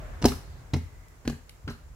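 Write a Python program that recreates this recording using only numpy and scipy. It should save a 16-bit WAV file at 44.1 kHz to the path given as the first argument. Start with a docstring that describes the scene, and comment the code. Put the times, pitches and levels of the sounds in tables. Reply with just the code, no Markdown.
"""A stunt scooter on concrete

A scooter lands hard on a driveway, then hops three times from right to left, its wheels whirring.
Each contact thumps, knocks the deck and rattles the metal fork and bars; the hardest slam the tyres
and crack sharply. A fence returns one echo; the yard adds a short tail, a low rumble and a faint hiss."""
import sys
import numpy as np
from scipy import signal
from scipy.fft import rfft, irfft
from scipy.io import wavfile
from scipy.ndimage import uniform_filter1d

SR = 44100
rng = np.random.default_rng(int(sys.argv[2]) if len(sys.argv) > 2 else 0)


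def store_pcm(level_fs):
    """Save levels as 16-bit WAV."""
    pcm = np.round(np.clip(level_fs, -1, 1) * 32767).astype(np.int16)
    wavfile.write(sys.argv[1], SR, np.atleast_2d(pcm).T)


N = 85995
T = np.arange(16384) / SR  # seconds since a contact
METAL_CORRELATION = 0.77  # between left and right

# Modes of wheels and rider. Each row: frequency in Hz, relative level in dB, T60 in seconds.
THUMP_MODES = [(81.6, -2.5, 0.072), (145, 7, 0.036)]
# Spectrum of a bright snap. Each row: frequency in Hz, relative level in dB.
SNAP_SPECTRUM = [(3000, -7.5), (7400, -2.5), (9300, -4.5), (11300, 2), (13200, -9), (16500, -4.5)]


def amp(db):
    """Decibels as an amplitude ratio."""
    return 10 ** (np.asarray(db) / 20)


def read(points, hz):
    """Interpolation on a logarithmic frequency axis."""
    f, value = np.transpose(points)[:2]
    return np.interp(np.log(hz + 1), np.log(f), value)


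def freqs(x):
    """The Fourier frequencies of x in Hz."""
    return np.fft.rfftfreq(x.shape[-1], 1 / SR)


def colour(x, points):
    """Minimum-phase filtering by a (Hz, dB) spectrum: no sound precedes its cause."""
    size = x.shape[-1]
    log_gain = np.log(amp(read(points, abs(np.fft.fftfreq(size, 1 / SR)))))
    response = np.exp(np.conj(signal.hilbert(log_gain)))[:size // 2 + 1]
    return irfft(rfft(x) * response, size)


def blow(x, db):
    """Energy scaling: x gets the energy of 16 ms of sound at this level."""
    energy = np.mean(np.sum(x ** 2, -1))
    return amp(db) * x / np.sqrt(energy / (0.016 * SR) + 1e-20)


def add(mix, s, sound):
    """Superposition: the sound joins the mix at s seconds."""
    part = mix[:, max(round(s * SR), 0):][:, :sound.shape[-1]]
    part += sound[..., :part.shape[-1]]


def diffuse(size):
    """A diffuse field: the channels are alike at long wavelengths, unrelated at short ones."""
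    # Each row: frequency in Hz, left-right correlation.
    coherence = [(30, 0.93), (80, 0.73), (300, 0.87), (800, 0)]
    noise = rng.standard_normal((2, size))
    left, other = rfft(noise)
    same = read(coherence, freqs(noise))
    return irfft(np.array([left, same * left + np.sqrt(1 - same ** 2) * other]), size)


def open_air():
    """Ambient noise: diffuse rumble, midrange air and hiss, each drifting in level."""
    # Spectra. Each row: frequency in Hz, relative spectral density in dB.
    rumble, air, hiss = [(20, -28), (45, 10), (58, -1), (74, 3), (100, -6.5), (138, -8.5), (400, -58.5)], [(150, -2), (250, -2), (500, -3), (900, -4), (2100, -10.5),
                                         (3000, -18), (9000, -37)], [(2000, -16.5), (3500, -4), (7300, 3), (8500, -4),
                                                      (15000, -6.5)]
    # Envelopes. Each row: time in seconds, level in dB.
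    rumble_level = [(0, -38), (.95, -44), (1.2, -51), (1.6, -50), (1.95, -45)]
    air_level = [(0, -49), (.6, -55.5), (1.2, -59.5), (1.95, -61)]
    hiss_level = [(0, -63.5), (1.95, -67.5)]
    t, out = np.arange(N) / SR, np.zeros((2, N))
    for spectrum, level in (rumble, rumble_level), (air, air_level), (hiss, hiss_level):
        noise = colour(diffuse(N), spectrum)
        out += noise / noise.std() * amp(np.interp(t, *np.transpose(level)))
    return out


def wheels(fade_s=0.052):
    """Band-limited noise: the wheels whirr, spinning in the air and then rolling on concrete."""
    # Each row: start and end in seconds, centre and width in Hz, level in dB.
    bands = [(-.08, 0.16, 623, 55, -52), (-.05, 0.232, 1500, 940, -57.5), (0.325, 0.65, 4300, 1520, -67.5),
             (0.78, 1.19, 2025, 237, -69)]
    t, out = np.arange(N) / SR, np.zeros((2, N))
    for start, end, hz, width_hz, db in bands:
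        whirr = irfft(rfft(diffuse(N)) / (1 + (2 * (freqs(t) - hz) / width_hz) ** 2), N)
        fade = np.clip(np.minimum(t - start, end - t) / fade_s, 0, 1)
        out += amp(db) * whirr / whirr.std() * fade
    return out


def ring(modes, retune=0.025):
    """Free vibration as damped sines; the rider's shifting load retunes them for every blow."""
    shifts = 1 + retune * rng.uniform(-1.02, 1, len(modes))
    return sum(amp(db - 60 * T / t60) * np.sin(2 * np.pi * hz * shift * T)
               for (hz, db, t60), shift in zip(modes, shifts))


def body(thump_db, knock_db, bright_hz):
    """Modal response of wheels, rider and deck: a softer blow excites fewer high deck modes."""
    # Each row: frequency in Hz, relative level in dB, T60 in seconds.
    deck_modes = [(239.6, 4.5, 0.068), (336, 0.5, 0.018), (406.6, 0.5, 0.063), (590, -7.5, 0.055),
                  (710, -2, 0.032), (818, -9.5, 0.08), (869, -7.5, 0.052), (1190, -34, 0.04)]
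    driven = [(hz, db - 10 * np.log10(1 + (hz / bright_hz) ** 4), t60) for hz, db, t60 in deck_modes]
    knock = ring(driven[::2]) - ring(driven[1::2])  # neighbouring modes alternate in sign
    thump = ring(THUMP_MODES) * (1 - np.exp(-T / 0.0076))
    return blow(thump, thump_db) + blow(knock, knock_db)


def rattle(decay_s, correlation, rise_s=0.0005, grain_db=1.5):
    """Tiny uneven impacts merge into an exponentially decaying burst of noise."""
    left, other, grain = rng.standard_normal((3, len(T)))
    grain = uniform_filter1d(grain, size=25) * np.sqrt(25)  # smoothed, with unit variance
    envelope = (1 - np.exp(-T / rise_s)) * np.exp(-T / decay_s) * amp(grain_db * grain)
    return envelope * np.array([left, correlation * left + np.sqrt(1 - correlation ** 2) * other])


def favour(hz, centre_hz, peak_db, octaves):
    """Selective excitation: extra dB near the resonance that a contact drives hardest."""
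    return peak_db * np.exp(-.5 * (np.log2(hz / centre_hz) / octaves) ** 2)


def peaked(points, *resonance):
    """A spectrum with a resonance peak added."""
    hz = np.geomspace(100, 16000, 200)
    return np.transpose([hz, read(points, hz) + favour(hz, *resonance)])


def tubes(*resonance, grip_s=0.015):
    """Damped resonance: the fork and bars ring while the rider's grip absorbs their energy."""
    # Each row: frequency in Hz, relative level in dB, T60 in seconds without the grip.
    tube_modes = [(3100, 0, 0.05), (3830, -0.5, 0.028), (4091, 6.5, .032), (4270, -6, 0.037),
                  (5044, -11, 0.22), (5440, -9, 0.017), (5460, 0, 0.031), (6150, -0.5, 0.047)]
    driven = [(hz, db + favour(hz, *resonance), t60) for hz, db, t60 in tube_modes]
    return ring(driven) * np.exp(-T / grip_s)


def hardware(clack_db, clack_hz, metal_db, metal_hz, snap_db, decay_s):
    """Impact noise and forced vibration: a wheel clacks, and loose parts rattle and drive the tubes."""
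    # Spectra of wheel and metal noise. Each row: frequency in Hz, relative level in dB.
    clack_spectrum = [(300, -25), (750, 3.5), (1250, -0.5), (2100, -3.5), (2900, -5.5), (5000, -14),
                      (16000, -70.5)]
    clank_spectrum = [(1500, -49), (2800, 7), (3450, -11.5), (4100, 4), (4800, 2), (5600, 1.5), (6300, -3),
                      (7300, -2.5), (16000, -26.5)]
    wheel, metal = (clack_hz, 11.5, 0.16), (metal_hz, 9.5, 0.17)  # resonances: Hz, dB, octaves
    shake = rattle(decay_s, METAL_CORRELATION)
    ringing = signal.fftconvolve(shake, tubes(*metal)[None], axes=1)[:, :len(T)]
    clack = colour(rattle(decay_s, correlation=0.73), peaked(clack_spectrum, *wheel))
    clank = colour(rattle(decay_s, METAL_CORRELATION), peaked(clank_spectrum, *metal))
    snap = colour(rattle(decay_s, correlation=0.083), SNAP_SPECTRUM)
    return (blow(clack, clack_db) + blow(ringing, metal_db - 9.5)
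            + blow(clank, metal_db - 2.5) + blow(snap, snap_db))


def click(spectrum, db, decay_s=0.00068):
    """A hard, very short contact radiates a broad band."""
    return blow(colour(rattle(decay_s, METAL_CORRELATION), spectrum), db)


def slam(db, hz, rise_s=0.00036, decay_s=0.0018):
    """Volume displacement: a squashed tyre pushes out one heavily damped pulse of air."""
    return blow(np.sin(2 * np.pi * hz * T) * (1 - np.exp(-T / rise_s)) * np.exp(-T / decay_s), db)


def clang(db, hz, peak_db=29, octaves=0.096):
    """Impulse response: the fork strikes the tubes directly, ringing mainly the modes near hz."""
    return blow(tubes(hz, peak_db, octaves), db)[None]


def contacts():
    """Impact excitation: every contact as (start in seconds, low part, high part)."""
    # Wheel contacts. Each row: start in seconds, thump in dB, knock in dB, knock cutoff in Hz, clack
    # in dB, its centre in Hz, base metal level in dB, its centre in Hz, snap in dB, decay in seconds.
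    hits = [(0.2171, -47, -36.5, 704, -54, 1370, -47.5, 5700, -64, 0.0095),
            (0.2235, -47, -40, 900, -42.5, 900, -44, 5700, -68, 0.0061),
            (0.2419, -17.5, -23, 606, -36, 1150, -35.5, 4600, -51, 0.0073),
            (0.2528, -26.5, -20.5, 760, -32.5, 815, -33.5, 3500, -37.5, 0.0057),
            (.2560, -49, -18.5, 930, -42.5, 1090, -26.5, 5630, -33, 0.0064),
            (0.2829, -34, -36.5, 450, -45.5, 2220, -37, 4030, -40, 0.0094),
            (.3185, -37, -38, 396, -39.5, 1264, -61, 4500, -61, 0.0081),
            (0.7351, -19.5, -29, 450, -38.5, 910, -49.5, 4200, -74, .005),
            (0.7385, -41, -30, 497, -41.5, 2110, -41, 5650, -55, 0.0048),
            (0.7447, -23.5, -29, 510, -47, 774, -49, 4100, -65, 0.007),
            (.7620, -58, -33.5, 403, -52, 2050, -51.5, 6040, -56.5, 0.0097),
            (1.251, -58, -42.5, 380, -49.5, 1730, -59, 4180, -61, 0.017),
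            (1.2761, -37, -30, 320, -41, 1730, -40.5, 4130, -49, 0.0046),
            (1.2972, -37.5, -33.5, 556, -49, 1150, -44, 6900, -63, 0.0056),
            (1.324, -38, -41.5, 277, -54, 1780, -63, 4340, -64, 0.0051),
            (1.4938, -76, -94, 600, -56.5, 2150, -51, 3250, -57, 0.0018),
            (1.6773, -35.5, -45, 404, -41.5, 1340, -51.5, 4100, -65.5, 0.0068),
            (1.6845, -39.5, -37.5, 490, -45, 1550, -54, 4100, -68, 0.0092),
            (1.7020, -36, -39.5, 494, -47, 1350, -48.5, 3930, -56, 0.025)]
    # A wheel or the deck first meets the ground. Each row: start in seconds, level in dB.
    cracks = [(.2250, -40.5), (0.2424, -36.5), (0.7369, -43), (1.2770, -38.5)]
    # Each row: frequency in Hz, relative level in dB.
    crack_spectrum = [(2300, 0), (6500, -6), (12000, -23)]
    # Each row of both: start in seconds, level in dB, frequency in Hz.
    slams = [(.2360, -26, 129), (0.2527, -15.5, 323), (1.2767, -28.5, 318), (1.6750, -42.5, 260)]
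    clangs = [(0.2565, -29.5, 5830), (.2848, -40, 3920), (0.7352, -45, 4030), (0.745, -52, 4120),
              (1.6985, -54, 5770)]
    # A loose part ticks. Each row: start in seconds, level in dB.
    ticks = [(0.32, -48.5), (1.084, -62.5)]
    silence = np.zeros((2, len(T)))
    events = [(s, body(thump, knock, hz), hardware(*rest)) for s, thump, knock, hz, *rest in hits]
    events += [(s, slam(db, hz), silence) for s, db, hz in slams]
    events += [(s, silence, click(crack_spectrum, db)) for s, db in cracks]
    events += [(s, silence, click(SNAP_SPECTRUM, db)) for s, db in ticks]
    return events + [(s, silence, clang(db, hz)) for s, db, hz in clangs]


def yard(x, rise_s=0.0041):
    """Reverberation: trees and house walls return a thin tail, each band dying at its own rate."""
    # Each row: frequency in Hz, gain in dB, T60 in seconds.
    bands = [(71.5, -2, 0.18), (285, -12, 0.25), (735, -12.5, 0.34), (1660, -6, 0.42), (6130, -10, 0.37),
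             (9600, -4, 0.4), (14100, -3, 0.33)]
    hz, t, noise = signal.stft(diffuse(SR), SR, nperseg=512)
    t60 = read([(f, decay) for f, _, decay in bands], hz)[:, None]
    envelope = amp(-60 * t / t60) * (1 - np.exp(-t / rise_s))
    envelope *= amp(read(bands, hz))[:, None] / np.sqrt(SR * np.mean(envelope ** 2, 1, keepdims=True))
    response = signal.istft(noise * envelope, SR, nperseg=512)[1]
    return signal.fftconvolve(x, response, axes=1)[:, :N]


def fence_echo(low, high, low_db=-25.5, high_db=-28):
    """Reflection and scattering: long waves return whole, while the palings spread short ones in time."""
    palings = rattle(decay_s=0.006, correlation=0.37)
    scattered = signal.fftconvolve(high, palings / np.linalg.norm(palings[0]), axes=1)[:, :len(T)]
    return amp(low_db) * low + amp(high_db) * scattered


def shove(db):
    """Gradual loading: the rider's weight flexes the deck and excites only the lowest mode."""
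    return blow(ring(THUMP_MODES[:1]) * (1 - np.exp(-T / 0.011)) * np.exp(-T / 0.05), db)


def scooter():
    """Arrival-time differences place each contact on the path; echoes and shoves stay central."""
    # Each row: time in seconds, lead at the left microphone in ms, fence echo delay in ms.
    path = [(.25, -0.044, 28), (.74, -0.017, 21), (1.277, 0.05, 21.3), (1.68, 0.14, 22.4)]
    # Each row: start in seconds, level in dB.
    shoves = [(0.333, -36), (0.83, -37), (1.257, -34), (1.644, -35)]
    out = np.zeros((2, N))
    when, leads, echoes = np.transpose(path)
    for s, low, high in contacts():
        lead_s, echo_s = np.interp(s, when, leads) / 1000, np.interp(s, when, echoes) / 1000
        far_side_delay = np.exp(2j * np.pi * freqs(low) * np.minimum([[lead_s], [-lead_s]], 0))
        add(out, s, irfft(rfft(low + high) * far_side_delay))
        add(out, s + echo_s, fence_echo(low, high))
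    for s, db in shoves:
        add(out, s, shove(db))
    return out


def scene():
    """Superposition of the impacts, their reverberation, the wheels and the open air."""
    impacts = scooter()
    return impacts + open_air() + yard(impacts) + wheels()


def record(dry, low_cut_hz=48.4, edge_hz=15850):
    """Band limiting: the microphones' bass cut, then a steep low-pass filter."""
    x = signal.sosfilt(signal.butter(2, low_cut_hz, "high", fs=SR, output="sos"), dry)
    low_pass = signal.firwin(401, edge_hz, window=("kaiser", 9), fs=SR)
    return signal.oaconvolve(x, low_pass[None], "same")


dry = scene()
out = record(dry)
store_pcm(out)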